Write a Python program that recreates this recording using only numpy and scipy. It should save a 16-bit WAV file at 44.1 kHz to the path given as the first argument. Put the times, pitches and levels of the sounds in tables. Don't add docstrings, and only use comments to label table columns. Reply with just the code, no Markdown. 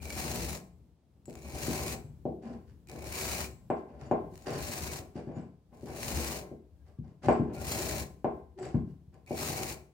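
import sys
import numpy as np
from scipy import signal
from scipy.fft import rfft, irfft
from scipy.io import wavfile
from scipy.ndimage import uniform_filter1d

SR = 44100
rng = np.random.default_rng(int(sys.argv[2]) if len(sys.argv) > 2 else 0)


def dump(signal):
    limited = np.clip(np.atleast_2d(signal).T, -1, 1)
    pcm = np.round(limited * 32767).astype(np.int16)
    wavfile.write(sys.argv[1], SR, pcm)


N = 437898
TIME = np.arange(N) / SR

# (first touch [s], time to full pressure [s], time in contact [s],
#   bristle level [dB], first touch against full pressure [dB], force shaking the table [dB],
#   tuft rows passing [1/s], their pulsing [dB], brass ring left behind [dB])
STROKES = [(0.0, 0.178, 0.56, -42, -12.5, -39.5, 22.5, 0.7, -61),
           (1.249, 0.38, 0.69, -41, -30, -37, 23.7, 1.4, -56),
           (2.868, 0.32, 0.58, -39, -24.5, -40, 31, 1, -54),
           (4.294, 0.34, 0.69, -43, -27.5, -41.5, 20.7, 2.5, -72),
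           (5.719, 0.31, 0.67, -41.5, -34, -39, 32, 0.9, -73),
           (7.517, 0.17, 0.5, -39.5, -20, -37, 29, 1.5, -60),
           (9.257, 0.14, 0.47, -40, -23.5, -38, 30, 1, -72)]
# (time [s], level [dB])
CATCHES = [(0.03, -26), (0.055, -21), (0.104, -18.5), (1.256, -35), (1.298, -32), (1.308, -34),
           (1.328, -34), (1.339, -35), (1.354, -26.5), (1.481, -44), (1.512, -39.5), (1.523, -30),
           (1.556, -21), (2.872, -36), (2.887, -30.5), (2.897, -24.5), (2.915, -26.5), (3.063, -31),
           (3.071, -21.5), (4.356, -30.5), (4.377, -30), (4.422, -35), (4.506, -25), (4.552, -31),
           (5.81, -40), (5.859, -30.5), (7.566, -32), (9.143, -46), (9.263, -40)]
# (time [s], level against the bristles [dB])
STRAY_WIRE = [(0, 0), (.4, -8), (1.5, 0), (3.0, -1), (4.4, -8), (9.9, -1)]
# (frequency [Hz], level [dB], T60 [s])
WIRE_MODES = [(2256, 1.5, .014), (2460, 1.5, 0.014), (2330, -21, 0.25)]
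# (time [s], frequency [Hz], peak level [dB])
TWANGS = [(0.002, 2390, -55), (0.054, 2380, -47), (0.104, 2288, -38.5), (2.872, 2440, -62),
          (3.06, 2330, -61), (3.14, 2340, -44), (3.445, 2420, -43)]
# (time [s], level into lower mode pair [dB], level into upper pair [dB])
FLICKS = [(1.256, -48, -39), (1.355, -46, -56), (1.42, -43, -58), (1.643, -28, -56), (2.875, -61, -52),
          (3.702, -58, -47), (4.062, -50, -62), (4.113, -46.5, -68), (4.356, -61, -62.5), (4.421, -50, -57),
          (5.41, -66, -56), (7.287, -39.5, -41), (7.325, -46.5, -38.5), (8.244, -66, -56),
          (8.595, -51, -43), (8.622, -48, -40), (8.653, -46, -42), (8.706, -65, -56)]
# (frequency [Hz], level [dB], T60 [s])
VASE_MODES = [(7010, 0, 0.1), (7090, -11, 0.092), (7670, -10, 0.36), (7760, -3.5, 0.075),
              (1544, 11.5, 0.023), (1850, 7.5, 0.014), (2850, 10, 0.028), (4620, 11.5, 0.028),
              (5100, 8.5, .015), (5620, 9, .02), (9300, 6.5, .01)]
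# (frequency [Hz], level [dB], T60 [s])
TABLE_MODES = [(73, -21.5, 0.25), (87, -6.5, 0.13), (147, -1.5, 0.53), (181.7, -10.5, 0.68),
               (237.3, 5.5, 0.32), (262.6, -1.5, 0.34), (282, -14.5, 0.5), (337.8, -1.5, 0.3),
               (375.4, -1, 0.45), (417.5, 1, 0.39), (484.7, -3.5, 0.37), (595, -2, 0.3), (627.6, 3.5, 0.27),
               (642, -7, 0.31), (721, 1.5, 0.075), (764.2, 4.5, 0.22), (757, 5, 0.034),
               (1032.5, -6.5, 0.49), (1065, -5.5, 0.42), (1134, -9.5, 0.34), (1311, -15, 0.41),
               (1400, -18, 0.13), (1583, -7.5, 0.49), (2100, -3, 0.5), (2300, 0, 0.32), (2320, -0.5, 0.35),
               (2780, 5, 0.12)]
# (time [s], peak level [dB], contact bandwidth [Hz])
KNOCKS = [(1.28, -33.5, 540), (1.681, -23.5, 348), (2.041, -36, 140), (2.095, -41, 150), (2.2536, -21, 680),
          (2.286, -28, 605), (2.708, -46.5, 127), (3.526, -45, 110), (3.7017, -16.5, 1215),
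          (4.061, -43, 1300), (4.1125, -13, 1066), (4.469, -28, 880), (5.155, -30.5, 372),
          (5.271, -31, 310), (5.367, -30, 338), (5.831, -32.5, 450), (6.514, -33.5, 537),
          (6.986, -29.5, 192), (7.265, -24, 166), (7.285, -8, 1280), (7.396, -17, 330), (8.2446, -16, 1090),
          (8.743, -16.5, 230), (8.7446, -32, 1307), (9.071, -44.5, 107), (9.308, -22.5, 700)]
# (time [s], length [s], rasp level [dB], force shaking the table [dB])
SLIDES = [(2.407, 0.13, -68, -41.5), (2.66, 0.019, -73, -83), (2.88, 0.26, -75, -40.5),
          (3.75, 0.02, -70.5, -50), (3.863, 0.13, -81.5, -47.5), (3.98, 0.095, -66, -45),
          (4.448, 0.13, -50, -32), (4.951, 0.019, -76, -33), (5.136, 0.043, -62.5, -38),
          (5.253, 0.079, -80, -42.5), (5.338, 0.06, -71.5, -42), (5.697, 0.026, -87, -48),
          (5.846, 0.1, -66, -38), (6.386, 0.046, -86, -42.5), (6.843, 0.048, -78.5, -58.5),
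          (7.018, 0.085, -80.5, -56.5), (7.214, 0.045, -55, -32.5), (7.273, 0.048, -59.5, -36),
          (7.45, 0.16, -81, -39.5), (8.565, 0.036, -64, -39.5), (8.606, 0.06, -59, -38),
          (8.857, 0.05, -82, -72.5), (9.115, 0.025, -76.5, -50.5)]
# (time [s], length [s], frequency [Hz], level [dB])
GROANS = [(0.42, 0.33, 176, -47), (2.423, 0.14, 233.6, -40.5), (3.868, 0.22, 240, -53),
          (4.013, 0.053, 147.3, -42.5), (4.234, 0.11, 177.4, -48.5), (4.237, 0.11, 377.3, -48.5),
          (5.323, 0.054, 6950, -71), (6.757, .36, 1626, -83.5), (6.847, 0.15, 1165, -79),
          (7.534, 0.063, 1410, -58), (8.555, 0.22, 369, -45)]
# (time [s], level [dB])
HAND = [(0.0, -43.5), (0.5, -59), (0.9, -60.5), (1.7, -53), (2.8, -57), (4.2, -52.5), (5.0, -50.5),
        (5.6, -62.5), (6.2, -59), (6.7, -58.5), (7.9, -52.5), (9.93, -59)]
# (frequency [Hz], level [dB])
BRISTLE_SPECTRUM = [(300, -18.5), (900, 5), (1100, 1.5), (1400, -2), (2300, 3), (2750, 0.5), (3150, -4.5),
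                    (3600, -5), (4100, 0.5), (5200, -1.5), (7100, 5), (8100, 1.5), (9400, 6), (10300, -1),
                    (15000, 4.5)]
BOARD_SPECTRUM = [(30, -32.5), (65, -1.5), (200, -5.5), (370, 2), (530, -5), (740, -0.5), (1050, -12.5),
                  (1250, -19.5), (1560, -11), (1800, -14), (2300, -5.5), (3500, -3.5), (8000, -13),
                  (16000, -42)]
DRAG_SPECTRUM = [(30, -15.5), (45, -9), (68, 2), (130, 2), (190, 1.5), (250, -2.5), (500, -0.5), (800, -4),
                 (1300, -4.5), (2500, -23.5), (8000, -64)]
RASP_SPECTRUM = [(200, 0), (900, 9.5), (1400, 15.5), (2000, 12.5), (2600, 7.5), (3600, 2.5), (4750, 4.5),
                 (5800, 2.5), (6600, 1), (9500, -5), (11000, -12.5), (16000, -24)]
RUMBLE_SPECTRUM = [(25, -33.5), (50, -6.5), (72, 7.5), (95, -3.5), (150, -5.5), (250, -11.5), (600, -27.5),
                   (2000, -45), (8000, -48)]
AIR_SPECTRUM = [(30, 23), (200, 27.5), (700, 21.5), (1500, 4.5), (4000, 4), (10000, -4.5), (13000, -26),
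                (16000, -41.5)]
# (frequency [Hz], gain [dB])
SHADE = [(500, -2), (3000, -1), (5000, 2), (6200, -0.5), (7000, -9.5), (8200, -14.5), (9500, -31),
         (11000, -12.5), (13000, -10), (15700, -3)]
# (frequency [Hz], coherence [0-1])
LIKENESS = [(100, 0.92), (350, 1), (600, 0.37), (1200, 0.3), (2200, 0.55), (4000, 0.02), (15000, 0.2)]

TOUCH_S, SWELL_POWER = 0.021, 1.48
ARCH_DB, TIRE_DB = 1.6, 3
LIFT_DB_PER_S = 438
DRAG_FOLLOWS, DRAG_ARCH_DB, DRAG_LIFT_DB_PER_S = 0.54, 3.5, 348.5
ROCK_ARCH_DB = 0.5
ROW_SHARPNESS = 0.19
TWANG_T60_S = 0.11
LIFT_RING_HZ, LIFT_RING_T60_S = 7660, 0.51
SLIDE_ATTACK_S, SLIDE_FADE_DB_PER_S, SLIDE_STOP_DB_PER_S = 0.024, 34, 255
ROOM_T60_S, TREBLE_T60_S = 0.44, 0.35
CUTOFF_HZ = 15850


def bristles(strength, room_db=-11.5, spray_db=-8.5, spray_s=0.00017, friction_db=-2.0,
             free_below=0.23, dull_db=-9.0, bright_hz=7500):
    pressure = strength / strength.max()
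    grip_db = 1.66 * np.tanh(drift(110)) + 1.5 * np.tanh(drift(26))
    judder = rows_passing() * from_db(grip_db)
    snap_rate = 650 + 3000 * pressure
    snaps = strength * judder * slips(snap_rate, spread_db=2.5, clump_db=2.5, clumps_per_s=330)
    for s, db in CATCHES:
        snaps[round(s * SR)] += from_db(db)

    fade = np.exp(-TIME[:SR // 100] / spray_s)
    rattle = from_db(spray_db) * np.sqrt(np.abs(through(snaps ** 2, fade / fade.sum())))
    friction = from_db(friction_db) * strength * judder
    near = tufts(snaps) + np.hypot(rattle, friction) * diffuse(N)

    low = butter(near, bright_hz, "low", order=1)
    near = low + (near - low) * from_db(dull_db * (2.0 - np.sqrt(pressure)))
    loose = strength / np.sqrt(1 + (pressure / free_below) ** 2)
    near = near + stray_wire(loose)
    lag = round(.00018 * SR)
    near = np.array([near[0], np.pad(near[1], (lag, 0))[:N]])
    return colour(near + from_db(room_db) * through(near, room_tail()), BRISTLE_SPECTRUM), snaps


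def stroke_gains():
    scrub, drag, rock = 0, 0, 0
    for s, swell_s, contact_s, db, touch_db, force_db, *_ in STROKES:
        t = TIME - s
        landed = np.clip(t / TOUCH_S, 0, 1) ** 2
        lifted_s = np.maximum(t - contact_s, 0)
        swell_db = touch_db * (1 - np.clip(t / swell_s, 0, 1) ** SWELL_POWER)
        along = np.clip((t - swell_s) / (contact_s - swell_s), 0, 1)
        arch = np.sin(np.pi * along)
        scrub_db = db + swell_db + ARCH_DB * arch - TIRE_DB * along - LIFT_DB_PER_S * lifted_s
        drag_db = force_db + DRAG_FOLLOWS * swell_db + DRAG_ARCH_DB * arch
        drag_db = drag_db - TIRE_DB * along - DRAG_LIFT_DB_PER_S * lifted_s
        force = landed * from_db(drag_db)
        scrub = scrub + landed * from_db(scrub_db)
        drag = drag + force
        rock = rock + force * from_db(ROCK_ARCH_DB * (arch - 2.5))
    return scrub, drag, rock


def rows_passing():
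    db = np.zeros(N)
    for s, swell_s, contact_s, *_, rows_per_s, pulse_db, _ in STROKES:
        turn = 2 * np.pi * rows_per_s * (TIME - s - swell_s)
        touching = (TIME > s) * (TIME < s + contact_s)
        db += pulse_db * (np.cos(turn) + ROW_SHARPNESS * np.cos(2 * turn)) * touching
    return from_db(db)


def slips(per_s, spread_db, clump_db, clumps_per_s):
    sizes = from_db(spread_db * np.minimum(rng.exponential(1, N), 4)) * rng.choice([-1, 1], N)
    happens = rng.random(N) < per_s / SR
    snaps = sizes * happens * from_db(clump_db * drift(clumps_per_s))
    return snaps / np.sqrt(np.abs(uniform_filter1d(snaps ** 2, SR // 12)) + 1e-6)


def tufts(snaps, scatter_s=0.0016, swap_db=7.5, swaps_per_s=18, count=10):
    at = np.flatnonzero(snaps)
    shares = np.array([from_db(swap_db * drift(swaps_per_s)[at]) for _ in range(count)]) ** 2
    odds = np.cumsum(shares / shares.sum(axis=0), axis=0)
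    dealt = (rng.random(N)[at] > odds).sum(axis=0)
    out, t = 0, TIME[:SR // 20]
    for k in range(count):
        burst = rfft(diffuse(len(t)) * np.exp(-t / scatter_s))
        broad_power = uniform_filter1d(np.abs(burst) ** 2, size=100)
        burst = irfft(burst / np.sqrt(broad_power))
        own = np.zeros(N)
        own[at[dealt == k]] = snaps[at[dealt == k]]
        out = out + through(own, burst)
    return out


def stray_wire(strength):
    unsteady = from_db(-7.0 + 5.3 * drift(40))
    bowing = strength * gain_curve(STRAY_WIRE) * unsteady * rng.standard_normal(N)
    return through(bowing, ringing(WIRE_MODES, port_s=.00003))


def twangs():
    return pings(TWANGS, TWANG_T60_S)


def vase(snaps, lower_db=-17.5, upper_db=-19.0, flick_db=11.5):
    out = 0
    for k, scrub_db in enumerate((lower_db, upper_db)):
        drive = from_db(scrub_db) * snaps
        for s, *pair_db in FLICKS:
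            drive[round(s * SR)] += from_db(pair_db[k] + flick_db)
        out = out + through(drive, ringing(VASE_MODES[2 * k:2 * k + 2], port_s=.00002))
    return out


def after_rings():
    plucks = [(s + contact_s, LIFT_RING_HZ, ring_db) for s, _, contact_s, *_, ring_db in STROKES]
    return pings(plucks, LIFT_RING_T60_S)


def shudder(table, force, grain):
    response = colour(table, DRAG_SPECTRUM)
    energy = np.sum(butter(response.mean(axis=0), [250, 1200], "band") ** 2)
    return through(force * grain, response / np.sqrt(energy))


def table_response(slap_db=11.0, bounce_loss_db=4.5, bounce_s=.0043, slap_top_hz=1500, room_db=13.0, count=4):
    slap, trips = np.zeros(SR), np.arange(count)
    arrivals = np.round(trips * bounce_s * SR).astype(int)
    slap[arrivals] = -(-1) ** trips * from_db(slap_db - bounce_loss_db * trips)
    slap = butter(slap, [170, slap_top_hz], "band", order=1)
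    broad = colour(slap + from_db(room_db) * room_tail(), BOARD_SPECTRUM)
    return ringing(TABLE_MODES, port_s=0.0001) + broad


def knocks(table, rebound=0.2, edge_db=-33.5, tick_db=-23.5, tick_s=0.0012, tick_top_hz=3600):
    out = np.zeros((2, N + SR))
    tick = butter(diffuse(SR) * np.exp(-TIME[:SR] / tick_s), tick_top_hz, "low")
    hardest_hz = max(row[2] for row in KNOCKS)
    for s, db, contact_hz in KNOCKS:
        edge = from_db(edge_db) * butter(table, contact_hz, "low", order=1)
        blow = butter(table, contact_hz, "low", order=4) + edge
        blow = butter(blow, rebound * contact_hz, "high", order=1)
        hard_tick = from_db(tick_db) * (contact_hz / hardest_hz) ** 2 * tick
        start = round(s * SR)
        out[:, start:start + SR] += from_db(db) * (blow / np.abs(blow).max() + hard_tick)
    return out[:, :N]


def slide_gains():
    rasp, force = 0, 0
    for s, length_s, rasp_db, force_db in SLIDES:
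        motion = slide_motion(s, length_s)
        rasp = rasp + from_db(rasp_db) * motion
        force = force + from_db(force_db) * motion
    return rasp, force


def slide_motion(s, length_s):
    t = np.maximum(TIME - s, 0)
    fade_db = SLIDE_FADE_DB_PER_S * t + SLIDE_STOP_DB_PER_S * np.maximum(t - length_s, 0)
    return np.minimum(t / SLIDE_ATTACK_S, 1) ** 2 * from_db(-fade_db)


def scrape(strength, hiss_db=-7.5, brass_db=-3.0, grit_db=-11.0, room_db=-3.0):
    rough_noise = unit_band(colour(diffuse(N), RASP_SPECTRUM), [3000, 15000])
    hiss = from_db(hiss_db + 2.7 * drift(150)) * rough_noise
    tick = diffuse(SR // 50) * np.exp(-TIME[:SR // 50] / 0.00078)
    ticks = through(slips(220, spread_db=5.0, clump_db=0.5, clumps_per_s=60), tick)
    ticks = from_db(grit_db) * unit_band(colour(ticks, RASP_SPECTRUM), [3000, 15000])
    grains = from_db(brass_db) * slips(1500, spread_db=8.5, clump_db=1.5, clumps_per_s=130)
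    ring = through(strength * grains, ringing(VASE_MODES, port_s=.00002))
    near = strength * (hiss + ticks) + ring
    return near + from_db(room_db) * through(near, room_tail())


def groans(waver_hz=10.8, flutter_db=6.5, room_db=-17.0):
    out, waver = 0, waver_hz * np.cumsum(drift(70)) / SR
    for s, length_s, hz, db in GROANS:
        tone = np.sin(2 * np.pi * (hz * TIME + waver))
        out = out + from_db(db) * slide_motion(s, length_s) * tone
    out = out * from_db(flutter_db * drift(67))
    return out + from_db(room_db) * through(out, room_tail())


def hand_rumble(rocking, hand_db, push_db):
    pushing = gain_curve(HAND) + from_db(push_db) * rocking
    rumble = unit_band(colour(diffuse(N), RUMBLE_SPECTRUM), [40, 200])
    return pushing * from_db(hand_db + 2.8 * drift(11)) * rumble


def room_air(air_db):
    return from_db(air_db) * unit_band(colour(diffuse(N), AIR_SPECTRUM), [3000, 15000])


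def room_tail():
    t, noise = TIME[:SR], diffuse(SR)
    low = butter(noise, 1200, "low", order=1)
    tail = low * from_db(-60 * t / ROOM_T60_S) + (noise - low) * from_db(-60 * t / TREBLE_T60_S)
    tail = tail * (1 - np.exp(-t / 0.0027))
    return tail / np.sqrt(np.sum(tail ** 2) / 2)


def ringing(modes, port_s, most_turns=0.18):
    t, out = TIME[:SR], 0
    for k, (hz, db, t60) in enumerate(modes):
        lag = min(port_s, most_turns / hz) * (-1) ** (k // 2) * np.array([[1], [-1]])
        decay = from_db(db - 60 * t / t60)
        out = out + (-1) ** k * decay * np.sin(2 * np.pi * hz * (t - lag))
    return out / np.sqrt(np.sum(out ** 2) / 2)


def pings(rows, t60):
    out, t = np.zeros(N + SR), TIME[:SR]
    for s, hz, db in rows:
        start = round(s * SR)
        out[start:start + SR] += from_db(db - 60 * t / t60) * np.sin(2 * np.pi * hz * t)
    return out[:N]


def diffuse(size):
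    mid, side = rfft(rng.standard_normal((2, size)))
    alike = np.clip(at_hz(LIKENESS, np.fft.rfftfreq(size, 1 / SR)), 0, 1)
    shared = np.sqrt((1 + alike) / 2) * mid
    opposed = np.sqrt((1 - alike) / 2) * side
    return irfft(shared + opposed * [[1], [-1]], size)


def drift(per_s):
    return np.interp(TIME * per_s, np.arange(N // 20), rng.standard_normal(N // 20))


def gain_curve(points):
    return from_db(np.interp(TIME, *np.transpose(points)))


def colour(x, spectrum):
    size = 4096
    cepstrum = irfft(np.log(from_db(at_hz(spectrum, np.fft.rfftfreq(size, 1 / SR)))))
    cepstrum[1:size // 2] *= 2
    cepstrum[size // 2 + 1:] = 0
    return through(x, irfft(np.exp(rfft(cepstrum))))


def through(x, response):
    return signal.oaconvolve(np.atleast_2d(x), np.atleast_2d(response), axes=1)[:, :x.shape[-1]]


def unit_band(x, band):
    return x / butter(x.mean(axis=0), band, "band", order=4).std()


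def butter(x, hz, kind, order=2):
    return signal.sosfilt(signal.butter(order, hz, kind, fs=SR, output="sos"), x + 1e-18)


def at_hz(points, hz):
    knots, values = np.transpose(points)
    return np.interp(np.log(hz + 1), np.log(knots), values)


def from_db(db):
    return 10 ** (np.asarray(db) / 20)


def scene(bristle_db=2.5, drag_db=-5.5, slide_db=-5.0, hand_db=-2.5, push_db=-4.0, air_db=-91.5, left_db=1.0):
    table = table_response()
    scrub, drag_force, rocking = stroke_gains()
    rasping, slide_force = slide_gains()

    hiss, snaps = bristles(scrub)
    metal = from_db(bristle_db) * hiss + vase(snaps) + twangs() + after_rings()
    metal = np.vstack([metal[0], colour(metal[1], SHADE)])

    drag_grain = slips(2500, spread_db=2.5, clump_db=4.5, clumps_per_s=60)
    drag = from_db(drag_db) * shudder(table, drag_force, drag_grain)
    slide_grain = slips(900, spread_db=5.5, clump_db=0.5, clumps_per_s=50)
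    slide = from_db(slide_db) * shudder(table, slide_force, slide_grain)
    wood = knocks(table) + drag + slide + groans() + hand_rumble(rocking, hand_db, push_db)
    bass = 0.31 * butter(wood, 120, "low", order=1) * [[1], [-1]]
    wood = wood * from_db([[left_db / 2], [-left_db / 2]]) + bass
    return metal + scrape(rasping) + room_air(air_db) + wood


def record(dry, low_cut_hz=35):
    steep_cut = signal.ellip(12, .1, 80, CUTOFF_HZ, fs=SR, output="sos")
    return signal.sosfilt(steep_cut, butter(dry, low_cut_hz, "high", order=3))


dry = scene()
out = record(dry)
dump(out)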